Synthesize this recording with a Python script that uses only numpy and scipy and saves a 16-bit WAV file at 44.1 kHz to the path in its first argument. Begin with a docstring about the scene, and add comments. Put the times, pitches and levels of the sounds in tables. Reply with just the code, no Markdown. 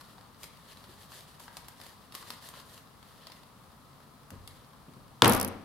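"""A metal hole punch on a wooden table, an arm's length from the microphone pair, takes a stack of paper bags.
Filtered noise with a fine random grain makes the paper rustle; short noise bursts tick at the guide.
Hands settle on the lever as soft low bursts; the pins break through with one loud clack of ringing modes
and noise, then creak down through the stack as a train of chirrs. A fairly live room with a faint
steady rush and hum answers with decaying stereo noise; the clack just overloads the microphone."""
import sys
import numpy as np
from scipy import signal
from scipy.fft import rfft, irfft, next_fast_len
from scipy.io import wavfile
from scipy.ndimage import map_coordinates

SR = 44100
rng = np.random.default_rng(int(sys.argv[2]) if len(sys.argv) > 2 else 0)


def wav_record(signal):
    """Record a signal, one row per channel, as 16-bit PCM in the file named by sys.argv[1]."""
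    frames = np.transpose(np.atleast_2d(signal))
    bounded = np.clip(frames, -1, 1)
    # unit amplitude maps onto the largest positive 16-bit level
    quanta = np.round(bounded * 32767).astype(np.int16)
    wavfile.write(sys.argv[1], SR, quanta)


N = 248724  # length [samples]

# Steady rush of the room: (frequency [Hz], relative level [dB])
RUSH_SPECTRUM = [(20, -14), (50, -4.5), (145, -.5), (255, -4), (330, -11.5), (750, -11.5), (1080, -7.5),
                 (1300, -8.5), (1480, -16.5), (2500, -23), (4200, -21), (6800, -29), (10500, -25),
                 (16000, -30.5)]
# Faint hum, swelling a little before the press: (time [s], level [dB])
HUM_LEVEL = [(3.2, -76), (3.9, -66), (4.8, -65.5)]
RUSH_DB, HUM_HZ = -56, 139.4

# Paper rubbing, and its high hiss: (frequency [Hz], relative level [dB])
RUB_SPECTRUM = [(200, -24), (500, 4), (900, -6.5), (1400, -6), (1800, 4), (2300, -7), (3000, 0.5),
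                (4600, 0.5), (5700, -11), (8000, -31), (16000, -48)]
HISS_SPECTRUM = [(2000, -31), (5000, -7), (7000, -6.5), (10000, -4.5), (12500, -6), (15000, -11),
                 (16500, -30)]
# Pushes of the stack over the table: (time of peak [s], width [s], rub level [dB], hiss re rub [dB])
PUSHES = [(0.06, 0.066, -60, -4), (0.436, 0.027, -57.5, 1), (0.706, 0.022, -54, -4),
          (1.03, 0.027, -57, -0.5), (1.164, 0.047, -54, -0.5), (1.43, 0.03, -59, 1.5),
          (1.575, 0.05, -61.5, -0.5), (1.85, 0.055, -57.5, -1), (2.18, 0.035, -53.5, 0),
          (2.305, 0.047, -53.5, -1.5), (2.466, 0.037, -53, -1), (2.574, 0.043, -53, -4.5),
          (2.729, 0.055, -58, 0), (3.25, 0.061, -58, -8), (4.53, .09, -64, -3.5)]
# The stack shifting between pushes: (time [s], rub level before its flutter [dB])
SHUFFLE_LEVEL = [(0, -59.5), (0.3, -70), (0.85, -61), (1.3, -61.5), (1.65, -65), (2.95, -71), (3.12, -62.5),
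                 (3.38, -64), (3.5, -72)]
PUSH_RISE, PUSH_FALL = 1, 1.17  # a push starts faster than it stops: factors on its width
SHUFFLE_HISS_DB = -3.5  # re its rub

# Edges and fingers on the punch:
# (time [s], level before trim [dB], knock re tick [dB], snap re tick [dB])
CONTACTS = [(0.181, -48.5, 10, -15), (0.4317, -36, -11, 4.5), (0.4397, -36.5, -7, 3), (1.4009, -46.5, 7, 3),
            (1.48, -41.5, 7.5, -11), (1.5684, -33.5, -29, 4), (1.683, -43.5, 6.5, 10.5),
            (1.813, -38.5, -6, -2), (1.8358, -44.5, 0, 3), (2.1224, -38, -8, -4), (2.15, -30.5, -0.5, 3),
            (2.3033, -26.5, -5.5, -3), (2.4872, -43.5, -2, 10.5), (2.538, -46, 11.5, -11),
            (3.269, -34, -7, -6), (3.3186, -36, -20, -7), (4.304, -48.5, 2, 13), (4.475, -34.5, -11, 0.5)]
# Knock of the punch, tick of the stack, snap of a sheet's edge: (frequency [Hz], relative level [dB])
KNOCK_SPECTRUM = [(60, -45), (500, -21), (900, 18.5), (1350, 13), (2100, 1.5), (2900, -31), (6000, -38),
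                  (12000, -70)]
TICK_SPECTRUM = [(1000, -32), (2000, 1), (2700, 0.5), (3700, 4.5), (5000, 5.5), (7500, -29), (14000, -26)]
SNAP_SPECTRUM = [(3000, -6), (6500, -7), (10000, -3), (14000, -5.5), (17000, -25)]
TICK_T60_S = 0.024
STRAY_PER_S, STRAY_OVER_RUB_DB, STRAY_SPREAD_DB = 6, 19, 1  # faint ticks: rate, level before trim, scatter

# Hands bumping the lever and the table: (time [s], level before trim [dB])
HAND_BUMPS = [(0.882, -46), (4.314, -41.5), (4.327, -38), (4.88, -41.5), (4.965, -42.5)]
# Dull colour of a bump: (frequency [Hz], relative level [dB])
BUMP_SPECTRUM = [(30, -45), (90, -1), (140, -4), (240, -3.5), (340, -10.5), (520, -14), (900, -33),
                 (3000, -32), (8000, -90)]
BUMP_T60_S = 0.12

# Pins break through, lever hits its stop, base slams the table:
# (time [s], steel before trim [dB], crack [dB], wood [dB])
BLOWS = [(5.2209, 0.5, -10, -20), (5.2453, -11, -14.5, -27.5), (5.2573, -23, -17, -16.5)]
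# Modes of the steel frame: (frequency [Hz], relative level [dB], decay by 60 dB [s])
FRAME_MODES = [(1020, -6, 0.013), (1480, -7.5, 0.0051), (1624, -14.5, 0.013), (2180, -32, 0.029),
               (3210, 3, 0.0032), (3840, 2, 0.0023), (4750, -13, 0.0095), (5940, -4, 0.0024)]
# Modes of the punch on the table top: (frequency [Hz], relative level [dB], decay by 60 dB [s])
TABLE_MODES = [(92.8, -12.5, 0.81), (121.5, -1, 0.35), (205.6, 1, 0.26), (238.3, -9.5, 0.48),
               (335, -5, 0.13), (463, -16, 0.41), (479, 0.5, 0.2), (781, -11, 0.72), (920, -18, 0.27),
               (1080, -14, 0.2)]
# Crack of a blow, thud of the table, the clack as it fills the room: (frequency [Hz], relative level [dB])
CRACK_SPECTRUM = [(100, -43), (550, -12), (1000, 9), (3500, 8), (6000, -7.5), (10000, -2.5), (14000, -11),
                  (17000, -22)]
THUD_SPECTRUM = [(20, -35), (55, -13), (80, -10), (125, -4), (220, -12), (300, 7), (450, 9), (700, -28),
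                 (1100, -19), (2000, -4.5), (5000, -32), (12000, -55)]
BOOM_SPECTRUM = [(25, -4), (60, -16), (100, -13.5), (160, -6.5), (210, 4), (340, -3.5), (480, -1.5),
                 (720, -6), (1150, -4), (1600, -11.5), (2200, -14), (3500, -19), (4500, -20), (7000, -28.5),
                 (11000, -25), (16000, -35)]

# Runs in which the pins stick and slip in the paper:
# (start time [s], length [s], first gap [s], first level before scatter and trim [dB], low share before trim [dB])
CREAK_RUNS = [(5.278, 0.022, 0.017, -9.5, -21), (5.322, 0.045, 0.012, -18.5, -2),
              (5.3982, 0.058, 0.014, -17, -4), (5.477, 0.01, 0.0061, -27, -16)]
# Weak slips fading as the pins come free: (time [s], level before scatter and trim [dB])
CHATTER_LEVEL = [(5.27, -26), (5.36, -24), (5.4, -55), (5.5, -62)]
# High chirr and lower resonance of a slip: (frequency [Hz], relative level [dB])
CREAK_SPECTRUM = [(4000, -14), (7500, -8.5), (9500, -0.5), (11500, 5), (13500, -2), (16000, -14)]
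LOW_CREAK_SPECTRUM = [(2500, -35), (4500, -8), (5800, -2), (7200, -14), (11000, -28)]
CHATTER_SPAN_S, CHATTER_PER_S = (5.265, 5.5), 130
GAP_GROWTH, EASE_DB_PER_S, SLIP_SPREAD_DB = 1.15, 72, 2.5  # a run slows and weakens; sizes scatter

# Decay of the room by 60 dB: (frequency [Hz], time [s])
ROOM_T60 = [(80, 1), (200, 0.68), (500, 0.67), (1200, 0.62), (3000, 0.64), (7000, 0.45), (15000, 0.13)]
# A small sound as it fills the room: (frequency [Hz], relative level [dB])
ROOM_SPECTRUM = [(60, 14), (200, -0.5), (1000, 5), (2000, 5), (3500, 3), (7000, 3.5), (15000, 8)]
# Left-right likeness of near sounds, and of the room: (frequency [Hz], correlation [-1 to 1])
NEAR_LIKENESS = [(60, 1), (300, 0.9), (1000, 0.96), (2500, 0.5), (5000, 0.4), (12000, 0.28)]
ROOM_LIKENESS = [(60, 0.58), (290, 0.72), (640, 0.69), (1400, 0.43), (3100, 0.2), (12000, 0.051)]
# Balance of the microphone pair: (frequency [Hz], left over right [dB])
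PAIR_LEAN = [(60, 1), (250, 1.5), (700, 5.5), (1300, 4), (2400, 0.8), (4400, 1.6), (8000, 0.1),
             (15000, -1.8)]
TOP_HZ, TOP_SLOPE_HZ = 16300, 600  # band limit and width of the slope below it


def amp(db):
    """Decibels to gain."""
    return 10 ** (np.asarray(db) / 20)


def unit(x):
    """Scale to rms 1."""
    return x / np.sqrt(np.mean(x ** 2) + 1e-20)


def along(points, hz):
    """Read (frequency, value) points on a log axis."""
    f, v = np.transpose(points)
    return np.interp(np.log(hz + 1), np.log(f + 1), v)


def fade(t, t60):
    """Exponential decay, 60 dB down at t60."""
    return np.exp(-np.log(1000) * t / t60)


def wobble(rate):
    """A smooth random curve, rate knots a second."""
    knots = rng.standard_normal(int(N * rate / SR) + 4)
    return map_coordinates(knots, [np.arange(N) * rate / SR])


def noise(spectrum, size, likeness=NEAR_LIKENESS):
    """Coloured stereo noise of rms 1; mid and side shares set the left-right likeness."""
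    hz = np.fft.rfftfreq(size, 1 / SR)
    turn = np.arccos(np.clip(along(likeness, hz), -1, 1)) / 2
    white = rfft(rng.standard_normal((2, size)))
    shares = [np.cos(turn), np.sin(turn)]
    mid, side = irfft(white * amp(along(spectrum, hz)) * shares, size)
    return unit(np.array([mid + side, mid - side]))


def burst(spectrum, envelope):
    """A puff of coloured noise with the energy of its envelope."""
    puff = unit(noise(spectrum, len(envelope)) * envelope)
    return puff * np.sqrt(np.mean(envelope ** 2))


def add(track, s, sound):
    """Mix a sound into the track at s seconds, cut at the track's end."""
    part = track[:, round(s * SR):][:, :sound.shape[-1]]
    part += sound[..., :part.shape[1]]


def room_rush():
    """The low steady rush of the room, with a faint band near one kilohertz."""
    return amp(RUSH_DB) * noise(RUSH_SPECTRUM, N, ROOM_LIKENESS)


def room_hum():
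    """A faint low sine whose phase wavers while its level follows a slow curve."""
    t = np.arange(N) / SR
    tone = np.sin(2 * np.pi * HUM_HZ * t + 0.85 * wobble(9.7))
    return amp(np.interp(t, *np.transpose(HUM_LEVEL))) * unit(tone)


def paper_motion():
    """Gains of rub and hiss as the stack moves: pushes that swell and die over an unsteady shuffle."""
    t = np.arange(N) / SR
    rub = amp(np.interp(t, *np.transpose(SHUFFLE_LEVEL)) + 0.53 * wobble(13))
    hiss = rub * amp(SHUFFLE_HISS_DB)
    for s, width, db, hiss_db in PUSHES:
        side_width = width * np.where(t < s, PUSH_RISE, PUSH_FALL)
        widths_away = np.abs(t - s) / side_width
        push = amp(db) * np.exp(-.5 * np.minimum(widths_away, 10) ** 2)
        rub = np.maximum(rub, push)
        hiss = np.maximum(hiss, amp(hiss_db) * push)
    return rub, hiss


def sliding_paper(rub, hiss, grain_db=2.0, flutter_db=1.34):
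    """Fibres catch and let go, so rub and hiss share one fine grain."""
    grain = unit(amp(grain_db * wobble(1400) + flutter_db * wobble(60)))
    return grain * (rub * noise(RUB_SPECTRUM, N) + hiss * noise(HISS_SPECTRUM, N))


def stray_ticks(rub, snap_db=-3, colour_spread_db=2.5, loudest_db=-42):
    """Faint contacts at random moments, stronger while the stack rubs harder; rows as in CONTACTS."""
    rows = []
    for start in np.arange(0, N / SR, 1 / STRAY_PER_S):
        s = start + rng.random() / STRAY_PER_S
        size, knock, snap = rng.standard_normal(3)
        rub_db = 20 * np.log10(rub[min(int(s * SR), N - 1)])
        db = min(rub_db + STRAY_OVER_RUB_DB + STRAY_SPREAD_DB * size, loudest_db)
        rows.append((s, db, colour_spread_db * knock, snap_db + colour_spread_db * snap))
    return rows


def paper_ticks(contacts, trim_db=-7):
    """Each contact mixes a knock of the punch, a tick of the stack and a snap of the sheet's edge."""
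    out, t = np.zeros((2, N)), np.arange(SR // 10) / SR
    strike = fade(t, TICK_T60_S) * (1 - np.exp(-t / 0.000057))
    for s, db, knock_db, snap_db in contacts:
        level = db + trim_db
        knock = amp(level + knock_db) * burst(KNOCK_SPECTRUM, strike)
        tick = amp(level) * burst(TICK_SPECTRUM, strike)
        snap = amp(level + snap_db) * burst(SNAP_SPECTRUM, strike)
        add(out, s + .0005, knock + tick + snap)  # half a millisecond after the row's time
    return out


def room_tail(colour, build):
    """Diffuse answer of the walls, its mono energy 1: it builds up, then the treble dies first."""
    hz, t, z = signal.stft(noise(colour, SR, ROOM_LIKENESS), SR, nperseg=256)
    decay = fade(t, along(ROOM_T60, hz)[:, None])
    tail = signal.istft(z * decay, SR, nperseg=256)[1]
    tail = tail * (1 - np.exp(-np.arange(tail.shape[1]) / SR / build))
    return tail / np.linalg.norm(tail.mean(axis=0))


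def room(x):
    """A small sound, summed to mono and scattered by the walls."""
    tail = room_tail(ROOM_SPECTRUM, build=0.0038)
    return signal.fftconvolve(x.mean(axis=0)[None], tail, axes=1)[:, :N]


def hand_bumps(trim_db=-3):
    """Soft flesh on the lever gives only dull thumps."""
    out, t = np.zeros((2, N)), np.arange(SR // 4) / SR
    onset = 1 - np.exp(-(t / .003) ** 2)
    for s, db in HAND_BUMPS:
        add(out, s, amp(db + trim_db) * burst(BUMP_SPECTRUM, fade(t, BUMP_T60_S) * onset))
    return out


def ring(modes, t):
    """Struck modes, each a dying cosine; neighbours swing in opposite directions."""
    total = 0
    for k, (hz, db, t60) in enumerate(modes):
        total = total + (-1) ** k * amp(db) * fade(t, t60) * np.cos(2 * np.pi * hz * t)
    return total


def punch_clack(frame_db=2, table_db=-1, thud_db=-3, boom_db=15.0):
    """Each blow cracks the steel frame and rings the table top; one room boom starts with the first."""
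    out, t = np.zeros((2, N)), np.arange(SR // 2) / SR
    for s, steel_db, crack_db, wood_db in BLOWS:
        steel = amp(steel_db + frame_db) * ring(FRAME_MODES, t)
        crack = amp(crack_db) * burst(CRACK_SPECTRUM, fade(t, 0.02))
        wood = amp(table_db) * ring(TABLE_MODES, t) + amp(thud_db) * burst(THUD_SPECTRUM, fade(t, 0.082))
        wood = wood * (1 - np.exp(-t / 0.003))  # the heavy top takes a moment to move
        add(out, s, steel + crack + amp(wood_db) * wood)
    add(out, BLOWS[0][0], amp(boom_db) * room_tail(BOOM_SPECTRUM, build=0.016))
    return out


def slips(chatter_low_db=-14, chatter_spread_db=3):
    """Stick and slip: slowing, weakening runs among faint irregular slips; rows of (time, level, low share)."""
    rows = []
    for start, length, gap, first_db, low_db in CREAK_RUNS:
        age = 0
        while age < length:
            db = first_db - EASE_DB_PER_S * age + SLIP_SPREAD_DB * rng.standard_normal()
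            rows.append((start + age, db, low_db))
            age += gap
            gap *= GAP_GROWTH
    for s in np.arange(*CHATTER_SPAN_S, 1 / CHATTER_PER_S):
        db = np.interp(s, *np.transpose(CHATTER_LEVEL)) + chatter_spread_db * rng.standard_normal()
        rows.append((s + rng.random() / CHATTER_PER_S, db, chatter_low_db))
    return rows


def pin_creak(high_db=-6, low_db=-12, swell_s=0.0013, pan_db=-1.0):
    """Every slip is a short chirr that swells and dies, with its own share of the lower resonance."""
    out, t = np.zeros((2, N)), np.arange(SR // 20) / SR
    chirr = (t / swell_s) ** 2 * np.exp(2 * (1 - t / swell_s))
    pan = amp([[pan_db / 2], [-pan_db / 2]])  # left, right
    for s, db, share_db in slips():
        # unrelated at the two microphones
        high = pan * np.array([burst(CREAK_SPECTRUM, chirr)[0], burst(CREAK_SPECTRUM, chirr)[1]])
        low = burst(LOW_CREAK_SPECTRUM, chirr)
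        add(out, s, amp(db) * (amp(high_db) * high + amp(low_db + share_db) * low))
    return out


def scene(handling_wet_db=-6, creak_wet_db=-18):
    """Everything happens on the table, an arm's length from the microphone."""
    air = room_rush() + room_hum()
    rub, hiss = paper_motion()
    rustle = sliding_paper(rub, hiss)
    handling = paper_ticks(CONTACTS) + paper_ticks(stray_ticks(rub)) + hand_bumps()
    clack = punch_clack()
    creak = pin_creak()
    walls = room(amp(handling_wet_db) * handling + amp(creak_wet_db) * creak)
    return air + rustle + handling + clack + creak + walls


def record(dry, low_cut_hz=30):
    """The microphone pair leans left below the top treble, sheds deep bass, clips and is band-limited."""
    size = next_fast_len(N + SR // 4)
    hz = np.fft.rfftfreq(size, 1 / SR)
    lean = amp(np.outer([.5, -.5], along(PAIR_LEAN, hz)))
    leaning = irfft(rfft(dry, size) * lean, size)
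    low_cut = signal.butter(2, low_cut_hz, "high", fs=SR, output="sos")
    clipped = np.clip(signal.sosfilt(low_cut, leaning), -1, 1)
    band = np.clip((TOP_HZ - hz) / TOP_SLOPE_HZ, 0, 1)
    return irfft(rfft(clipped) * band, size)[:, :N]


dry = scene()
out = record(dry)
wav_record(out)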